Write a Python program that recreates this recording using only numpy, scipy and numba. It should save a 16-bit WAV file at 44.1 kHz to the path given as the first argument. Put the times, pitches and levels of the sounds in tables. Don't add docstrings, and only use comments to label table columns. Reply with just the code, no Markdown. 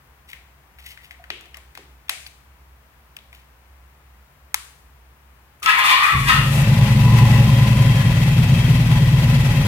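import sys
import numpy as np
from scipy import signal
from scipy.fft import rfft, irfft, next_fast_len
from scipy.io import wavfile
from scipy.ndimage import uniform_filter1d
from numba import njit

SR = 44100
rng = np.random.default_rng(int(sys.argv[2]) if len(sys.argv) > 2 else 0)


def waveform_to_disk(signal):
    frames = np.transpose(np.atleast_2d(signal))
    scaled = np.clip(frames, -1, 1) * 32767
    samples = np.round(scaled).astype(np.int16)
    wavfile.write(sys.argv[1], SR, samples)


def invert_db(level):
    return 10 ** (np.asarray(level, dtype=float) / 20)


N = 426447
TIME = np.arange(N) / SR

PRESS_S, MESH_S, STOP_S = 5.622, 5.66, 6.62
LOOSE_DB, GRIND_DB = -31, -22.5
SETTLES_S = 6.575
IDLE_CYCLES = 9.33


def level(x, db=0):
    return x * invert_db(db) / np.sqrt(np.mean(x ** 2))


def curves(table):
    s, *columns = np.transpose(table)
    return [np.interp(TIME, s, c) for c in columns]


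def gate(start_s, stop_s, fade=0.017):
    return np.clip(np.minimum(TIME - start_s, stop_s + fade - TIME) / fade, 0, 1)


def swell(s, rise_s, fall_s):
    return np.exp(np.minimum((TIME - s) / rise_s, (s - TIME) / fall_s))


def on_log(table, hz):
    points = np.array(table)
    return np.interp(np.log(hz + 1), np.log(points[:, 0] + 1), points[:, 1])


def colour(x, table, share=1):
    count = x.shape[-1]
    size = next_fast_len(count + 8192)
    gain = invert_db(share * on_log(table, np.fft.rfftfreq(size, 1 / SR)))
    return irfft(rfft(x, size) * gain, size)[..., :count]


@njit
def ring(x, hz, width):
    y, b, l = np.empty(len(x)), 0., 0.
    for i in range(len(x)):
        g, k = np.tan(np.pi * hz[i] / SR), width / hz[i]
        v = (b + g * (x[i] - l)) / (1 + g * (g + k))
        b, l, y[i] = 2 * v - b, l + 2 * g * v, k * v
    return y


def body(x, modes):
    out = 0
    for k, (hz, width, db) in enumerate(modes):
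        centre = np.full(len(x), 1. * hz)
        out = out + (-1) ** k * invert_db(db) * ring(x + 1e-18, centre, 1. * width)
    return out


def walk(rate):
    k = int(SR / rate)
    steps = np.repeat(rng.standard_normal(N // k + 1), k)
    return 1.3 * uniform_filter1d(uniform_filter1d(steps, k), k)[:N]


def pulses(turns, place, jitter, scatter_db):
    chance = rng.standard_normal((int(turns[-1]) + 1, 2)).T
    due = np.arange(len(chance[0])) + place + jitter * chance[0]
    keep = (due > turns[0]) & (due < turns[-1])
    at = np.interp(due[keep], turns, np.arange(N))
    return np.bincount(at.astype(int), invert_db(scatter_db * chance[1][keep]), N)


def late_left(x, count):
    return np.array([np.r_[np.zeros(count), x[:-count]], x])


def garage(x):
    # f/Hz, T60/s
    decay_times = [(100, 1), (1000, 0.42), (3000, 0.56), (12000, 0.62)]
    t = np.arange(int(.6 * SR)) / SR
    tail = 0
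    for hz in 125 * 2. ** np.arange(7):
        noise = np.array([body(row, [(hz, hz * .7, 0)]) for row in rng.standard_normal((2, len(t)))])
        tail = tail + level(noise) * np.sqrt(hz) * invert_db(-60 * t / on_log(decay_times, hz))
    tail = tail * np.clip(t / 0.0007, 0, 1)
    return signal.fftconvolve(x[None], tail / np.sqrt(np.sum(tail ** 2) / 2), axes=1)[:, :N]


def quiet():
    # f/Hz, level per Hz/dB
    air_spectrum = [(25, -12), (60, -16), (139, -1), (170, -11), (300, -15), (600, -15), (960, -12),
                    (1900, -18), (4000, -29), (8000, -34), (16000, -39)]
    hum_db, air_db = -55, -59
    hum = rng.standard_normal(N)
    for mode in [(63.7, 22.0, 0), (63.5, 29.0, 0), (63.4, 33, 0)]:
        hum = body(hum, [mode])
    air = colour(rng.standard_normal((2, N)), air_spectrum) * invert_db(0.11 * walk(11.0))
    phase = 2 * np.pi * np.cumsum(63.9 + 1.5 * walk(10)) / SR
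    drone = np.sin(phase) * invert_db(1.8 * walk(13))
    return level(hum, hum_db - 5) + level(drone, hum_db - 2) + level(air, air_db + 1.5)


def answers():
    # t/s, f/Hz, width/Hz, level/dB, decay/s
    responses = [(1.4, 710, 90, -63, .04), (1.31, 360, 160, -51.5, 0.084), (1.2, 700, 70, -51, .03),
                 (1.47, 700, 60, -56, .015), (1.575, 620, 160, -55, .015), (1.785, 350, 230, -52, .06),
                 (2.1, 700, 150, -48, .05), (1.115, 2050, 200, -56, 0.042), (.98, 2000, 250, -54, .03),
                 (1.115, 680, 90, -60, .015), (1.55, 1150, 300, -54, .04), (3.335, 900, 500, -57, .03)]
    noise = rng.standard_normal(N)
    rings = 0
    for s, hz, width, db, dies_s in responses:
        mode = [(hz, width, 0)]
        rings = rings + level(body(body(noise, mode), mode), db) * swell(s, 0.0032, dies_s)
    return late_left(rings, count=7)


def hands():
    # t/s, peak level/dB, f/Hz, treble level/dB
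    key = [
        (0.3311, -28, 2090, -30),
        (0.7858, -39, 1910, -12),
        (0.9737, -35, 1860, -40),
        (1.1085, -29, 1980, -33),
        (1.2394, -34, 1560, -40),
    ]
    lock = [
        (1.3022, -14.5, 2830, -45),
        (1.4085, -37, 1340, 2),
        (1.456, -40, 1880, -24),
        (1.5434, -28, 1800, -24),
        (1.5694, -33.5, 1880, 0.5),
        (1.751, -33, 1860, -32),
        (1.7738, -29, 710, -18),
        (3.1877, -37, 3530, -12),
        (3.328, -38.5, 2130, -38),
    ]
    turn = [
        (2.0827, -39, 3060, -21),
        (2.0938, -11, 2440, -2),
    ]
    switch = [
        (2.264, -29.5, 4350, -12),
        (2.272, -40, 2240, 4),
        (3.1658, -29, 2220, -26),
        (4.5428, -6, 1045, 5),
        (5.599, -49, 2980, 9),
        (5.629, -17.5, 1210, -9),
        (5.6595, -9, 2500, -14),
    ]
    # thud level/dB, share the walls hear/dB, broad crack level/dB
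    parts = [(-38, -6, -14), (-35, -6, -4), (-44, -6.5, -2), (-55, -14, -3)]
    # t/s of the peak, level/dB, rise/s, decay/s
    scrapes = [
        (.29, -48, .006, .035),
        (.792, -53, .004, .04),
        (.865, -49, .015, .04),
        (.9, -53, .02, .03),
        (1.046, -52, .012, .02),
        (1.112, -58, .003, .02),
        (3.35, -57, .01, .04),
    ]
    near, far = np.zeros(N), np.zeros(N)
    t = np.arange(4096) / SR
    small = signal.butter(2, 680, "high", fs=SR, output="sos")

    def strike(x, part, thud_db):
        return signal.sosfilt(small, body(x, part)) + body(x, [(465, 900, thud_db + 16.5)])

    clicks = [(*row, *kind) for rows, kind in zip((key, lock, turn, switch), parts) for row in rows]
    noises = rng.standard_normal((len(clicks), len(t)))
    for (s, db, hz, treble_db, thud_db, tail_db, broad_db), noise in zip(clicks, noises):
        decay_s = .002 + .00005 * max(-db - 14, 0)
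        crack = noise * np.clip(t / .0006, 0, 1) * np.exp(-t / decay_s)
        part = [(hz, 0.34 * hz, 2.5), (2400, 2500, broad_db), (9000, 9000, treble_db - 15.0)]
        hit = strike(crack, part, thud_db)
        hit = hit / np.max(np.abs(hit)) * invert_db(db)
        spread = strike(1. * (t == 0), part, thud_db)
        spread = spread * np.sqrt(np.sum(hit ** 2) / np.sum(spread ** 2))
        i = int(s * SR)
        near[i:i + len(t)] += hit
        far[i:i + len(t)] += spread * invert_db(min(tail_db, 0))
    grit = rng.standard_normal(N) * invert_db(3 * walk(300))
    grit = level(body(grit, [(1920, 300, 3.5), (2920, 1400, 2), (6700, 19000, -13)]))
    grit = grit * sum(invert_db(db) * swell(s, rise_s, fall_s) for s, db, rise_s, fall_s in scrapes)
    return late_left(near + 1.25 * grit, count=7) + garage(far + 0.35 * grit)


def heaves(size):
    # t/s, grind level/dB, hiss level/dB, chuff level/dB, decay/s
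    efforts = [
        (5.63, -40, -36, -53, 0.015),
        (5.695, -18, -34.5, -56, 0.035),
        (5.794, -18, -34, -56, 0.013),
        (5.86, -19, -30, -47, 0.054),
        (5.91, -18, -32, -54, 0.024),
        (6.039, -20, -32, -44, 0.04),
        (6.135, -36, -53, -42, 0.03),
        (6.29, -17.5, -31.5, -38, 0.063),
        (6.59, -32, -47, -60, 0.056),
    ]
    return sum((invert_db(row[size]) * swell(row[0], 0.016, row[-1])) ** 2 for row in efforts)


def pumping():
    # f/Hz, width/Hz, level/dB
    rumble_modes = [(49.6, 24, 0.5), (78.6, 32, -1), (200, 52, -10)]
    gas = body(rng.standard_normal(N), [(55, 32, 5.0), (130, 60, 2.0), (219, 87, 0.5), (430, 480, -4.5)])
    chuff = level(gas) * np.sqrt(invert_db(-49) ** 2 + heaves(size=3)) * gate(PRESS_S, STOP_S, fade=0.023)
    rumble = level(body(rng.standard_normal(N), rumble_modes), -30.5) * gate(6.125, SETTLES_S, fade=0.02)
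    return rumble + chuff


def singing():
    # t/s of the peak, f/Hz, level/dB, decay/s, glide/(Hz/s)
    sung = [(5.645, 1223, -29, .02, 0), (5.685, 1302, -19.5, 0.041, -100), (5.7, 1691, -24, 0.031, 0),
            (5.695, 2531, -27, .035, -1500), (5.69, 1976, -26, 0.033, 0), (5.79, 940, -28, 0.026, 0),
            (6.3, 1935, -25, .025, 0), (5.79, 1700, -27, .025, -3), (5.855, 1214, -23.5, 0.038, -600),
            (5.885, 2415, -24, .03, -800), (5.89, 3544, -33, .03, 0), (5.94, 1208, -26, .03, 0.5),
            (8, 1700, -32, .035, -3), (5.985, 1017, -26, .03, -2), (5.995, 2600, -29, .03, -2),
            (6.035, 1211, -22, .04, 0.5), (6.035, 2482, -21, .03, -500), (6.095, 1300, -23.5, .04, 299.5),
            (6.09, 1950, -29, .04, -2), (6.145, 1150, -23, .045, -300), (6.2, 1125, -28, .045, 0),
            (6.2, 2300, -34, .04, 0), (6.3, 1600, -24.5, .03, -1500), (6.34, 1300, -22, 0.049, -300),
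            (5.7, 2660, -23.5, .04, 1200), (6.39, 2835, -32, 0.039, 599.5), (6.44, 1234, -31, .04, 0)]
    out, wobble, rough = np.zeros(N), walk(150), walk(90)
    on = TIME > PRESS_S
    for k, (s, hz, db, dies_s, glide) in enumerate(sung):
        shift = 9000 * k
        pitch = (hz + glide * (TIME - s)) * (1 + .012 * np.roll(wobble, shift))
        loudness = invert_db(db + 3.6 * np.roll(rough, shift)) * swell(s, 0.021, dies_s)
        out[on] += loudness[on] * np.sin(2 * np.pi * np.cumsum(pitch[on]) / SR)
    out = out * np.where(TIME < MESH_S, invert_db(LOOSE_DB - GRIND_DB), 1)
    return 1.18 * late_left(out, count=5) + 0.6 * garage(out)


def starter():
    # f/Hz, width/Hz, level/dB
    housing = [(880, 90, -1), (1010, 76, 3.5), (1680, 160, -9), (3560, 260, -7), (2780, 260, -7.5),
               (4280, 1130, -14)]
    # f/Hz, width/Hz, level/dB, share of the bend
    bent_modes = [(1180, 100, 9, 1.0), (1950, 170, 5, -0.1), (2460, 200, 2, 0.46)]
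    # t/s, change/10 %
    strain = [(5.62, 0.39), (5.71, 1), (5.79, -1.3), (5.86, 0.33), (5.92, -0.49), (6.04, 0.088),
              (6.2, -0.7), (6.3, 0.82), (6.62, 0.72)]
    let_go_s, run_down_db_per_s = 6.083, 61
    tooth_hz, slide_db = 441.5, -41
    on = gate(PRESS_S, STOP_S)
    run_down_db = run_down_db_per_s * np.maximum(TIME - let_go_s, 0)
    steady_db = np.where(TIME < MESH_S, LOOSE_DB, GRIND_DB) - run_down_db
    meshed = np.where(TIME < MESH_S, invert_db(LOOSE_DB - GRIND_DB), 1)
    force = np.sqrt(invert_db(steady_db) ** 2 + meshed ** 2 * heaves(size=1)) * on
    rub = np.sqrt(invert_db(slide_db) ** 2 + heaves(size=2)) * on

    teeth = level(pulses(TIME * tooth_hz, .5, jitter=.2, scatter_db=4)) + .7 * rng.standard_normal(N)
    bend = curves(strain)[0] / 10
    rings = [invert_db(db + 1.94 * walk(22)) * ring(teeth, hz * (1 + share * bend), 1. * width)
             for hz, width, db, share in bent_modes]
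    grind = body(teeth * invert_db(3.4 * walk(30)), housing) + rings[0] - rings[1] + rings[2]
    grind = signal.sosfilt(signal.butter(4, 730, "high", fs=SR, output="sos"), grind)
    grind = level(grind) * force
    slide = colour(rng.standard_normal((2, N)), [(300, -17.0), (3000, -3.0), (5000, -2.0), (9000, -2.0),
                                                 (13500, -12.0), (16000, -30)])
    hiss = level(slide, 0.43) * invert_db(2.1 * walk(50)) * rub
    return late_left(grind, count=13) + 0.94 * garage(grind) + hiss


def bracket():
    # start t/s, end t/s, level/dB
    spells = [
        (7.5, 7.6, -50),
        (7.75, 8.07, -45),
        (8.14, 8.32, -48),
        (8.47, 8.63, -46),
        (8.95, 9.1, -50),
    ]
    # f/Hz, width/Hz, level/dB
    bracket_mode = [(3190, 60, 0)]
    ring_on = sum(invert_db(db) * gate(start_s, stop_s, fade=0.02) for start_s, stop_s, db in spells)
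    grit = rng.standard_normal(N) * invert_db(3 * walk(40))
    buzz = level(body(body(grit, bracket_mode), bracket_mode)) * ring_on
    return buzz + garage(buzz)


def mechanics(turns, speed):
    # f/Hz, width/Hz, level/dB, rise above idle/(dB per cycle/s)
    cover_modes = [(548, 22, 2.5, 0.2), (847, 38, 0.5, 1.6), (987, 22, 0, 2.4), (1028, 20, 0, 2.2),
                   (1910, 90, 0, -0.8), (2605, 136, -3, -0.9), (3189, 70, -5, -.5)]
    # f/Hz, level per Hz/dB
    intake_spectrum = [(160, -31), (280, -11), (373, -9.5), (540, -4.5), (607, -5.5), (1010, -10.5),
                       (1130, -11), (1640, -11.5), (1940, -10), (2220, -9), (2620, -11), (4810, -18.5),
                       (13400, -33), (15600, -43.5)]
    ticks = pulses(4 * turns, .3, jitter=.12, scatter_db=3.5)
    rattle = rng.standard_normal(N) * invert_db(1.5 * walk(60))
    knock = level(ticks, -4.5) + level(rattle)
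    covers = 0
    for *mode, rise_db in cover_modes:
        drift_db = 0.8 * walk(4) + 2.2 * walk(25) + rise_db * (speed - IDLE_CYCLES)
        covers = covers + body(knock * invert_db(drift_db), [mode])
    covers = level(covers, 1.44)
    stroke_db = 0.24 * np.cos(2 * np.pi * (turns - .2)) + 1.8 * np.cos(4 * np.pi * (turns - .3))
    hiss = level(colour(rng.standard_normal((2, N)), intake_spectrum), 8.04)
    hiss = hiss * invert_db(stroke_db + 0.98 * walk(40))
    return 0.74 * covers + garage(covers) + hiss


def exhaust(turns, speed_now):
    firing = [0, .1112, .4772, .5855]
    # usual blow level per sample/dB, share of the burn, share of the favour
    pots = [(48.9, .42, .84), (51.8, .46, -.17), (46.7, .73, -.46), (46.5, .27, .24)]
    # t/s, burn level/dB, favour to the first cylinder/dB
    burn = [(6.57, 3.5, 1), (6.73, -1.5, -5.5), (6.89, -7, 6.5), (7.05, -1, 3), (7.37, -3.5, 4),
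            (7.53, -1, -1.5), (7.85, -3, -4), (8.17, 3, -2.7), (8.49, 3.5, -4), (8.65, 3.5, -1.5),
            (9.45, 2, 3), (9.67, 5.5, -3)]
    # t/s, blow level per sample/dB, cylinder 0-3
    stumbles = [(6.114, 27.9, 2), (6.1329, 35.4, 2), (6.1409, 38.1, 0), (6.2008, 38.5, 3),
                (6.2227, 28.4, 3), (6.2367, 36.4, 0), (6.3215, 43.3, 0), (6.3464, 32.9, 2),
                (6.3724, 46.1, 2), (6.3933, 35.3, 3), (6.4063, 43.1, 1), (6.4263, 38.2, 0),
                (6.4562, 45.5, 0), (6.4662, 31.5, 3), (6.4761, 34.2, 2), (6.4941, 42.1, 2),
                (6.5071, 31.0, 2), (6.521, 45.4, 0), (6.556, 41.2, 0), (6.5689, 48.3, 1)]
    # f/Hz, width/Hz, signed shares fed in by cylinders 1-4
    pipe_modes = [(47.4, 7.1, 0.01, -0.02, 0.1, 0.49), (64.2, 7.6, -0.0, 0.2, 0.07, 0.27),
                  (83.2, 9.6, 0.1, -0.13, -0.07, -0.1), (97.9, 28.0, -0.06, 0.07, -0.15, 0.11),
                  (114.5, 10.0, 0.23, 0.72, 0.73, 1.0), (121.0, 7.2, 0.29, -0.39, -0.26, -0.45),
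                  (134.8, 8.7, -1.0, -1.0, -1.0, -0.93), (144.0, 11.2, 0.61, 0.49, 0.33, 0.13),
                  (157.8, 7.2, -0.11, 0.11, 0.38, -0.08), (177.6, 40.0, 0.0, -0.0, 0.0, 0.0),
                  (196.8, 9.6, 0.08, -0.01, 0.02, 0.01), (213.1, 9.6, -0.14, -0.1, -0.1, -0.18),
                  (252.7, 12.0, 0.01, 0.0, 0.05, -0.01), (296.4, 18.0, 0.02, 0.02, 0.02, 0.03)]
    # f/Hz, width/Hz, level/dB
    puff_modes = [(101.4, 41, -4.5), (171.4, 23.7, -3.5), (205, 36, -10.5), (240.3, 28.7, -6),
                  (273, 67, -26.5)]
    out, beats = 0, 0
    burn_db, favour_db = curves(burn)
    for k, (place, (usual_db, burns, favoured)) in enumerate(zip(firing, pots)):
        punch_db = usual_db + burns * burn_db + favoured * favour_db
        blows = pulses(turns, place, jitter=.0015, scatter_db=.7) * invert_db(punch_db) * (TIME > SETTLES_S)
        for s, db, pot in stumbles:
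            blows[int(s * SR)] += invert_db(db) * (pot == k)
        out = out + sum(share[k] * body(blows, [(hz, width, 0)]) for hz, width, *share in pipe_modes)
        beats = beats + blows
    gas = signal.lfilter([1], [1, -np.exp(-1 / (0.1 * SR))], beats)
    puffs = gas * rng.standard_normal(N)
    lift = invert_db(2.2 * (speed_now - IDLE_CYCLES))
    out = out + body(out, [(159.8, 6.5, -3.0)])  + body(out, [(206, 20, -8.0)]) * lift
    out = out + level(body(puffs, puff_modes), -31)
    return signal.sosfilt(signal.butter(3, 330, fs=SR, output="sos"), out)


def engine():
    # t/s, four-stroke cycles a second
    crank = [(6.12, 9.447), (6.25, 8.194), (6.41, 7.704), (6.57, 9.588), (6.73, 10.262), (6.89, 11.153),
             (7.05, 11.557), (7.37, 11.556), (7.53, 10.527), (7.69, 10.909), (7.85, 10.373), (8.17, 9.287),
             (8.33, 9.359), (8.49, 9.631), (8.65, 9.239), (9.45, 9.278), (9.67, 9.826)]
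    gear_from_s, oil_s = 6.27, 0.081
    speed = curves(crank)[0]
    turns = .3265 + np.cumsum(speed * (TIME > crank[0][0]) + 1e-9) / SR
    dry_db = 16 * swell(gear_from_s, oil_s, oil_s)
    gear_db = -40.5 + 0.88 * (speed - IDLE_CYCLES) + dry_db
    gear = mechanics(turns, speed) * invert_db(gear_db) * gate(gear_from_s, N, fade=0.32)
    return late_left(exhaust(turns, np.gradient(turns) * SR), count=5) + gear


def scene():
    background = quiet()
    handling = hands() + answers()
    starting = starter() + singing() + pumping()
    running = engine() + bracket()
    return background + handling + starting + running


def low_pass(x):
    return signal.sosfilt(signal.butter(12, 16540, fs=SR, output="sos"), x)


def record(dry):
    # f/Hz, level/dB
    apart = [(120, -13), (300, -6.5), (600, -7), (1100, -1.5), (3000, 1.9)]
    # f/Hz, left minus right/dB
    port_balance = [(60, -1), (110, 1), (200, 2.5), (380, 0), (700, 0.5), (1290, 2.5), (2380, 8), (4400, 1),
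                    (8120, 5.5), (15000, 26.5)]
    mid = dry.mean(axis=0)
    side = colour((dry[0] - dry[1]) / 2, apart)
    left = colour(mid + side, port_balance, share=.5)
    right = colour(mid - side, port_balance, share=-.5)
    ports = np.array([left, right])
    ports = signal.sosfilt(signal.butter(3, 36, "high", fs=SR, output="sos"), ports)
    ports = signal.sosfilt(signal.ellip(8, .2, 40, 15900, fs=SR, output="sos"), ports)
    return low_pass(np.tanh(1.315 * ports) / 0.94)


dry = scene()
out = record(dry)
waveform_to_disk(out)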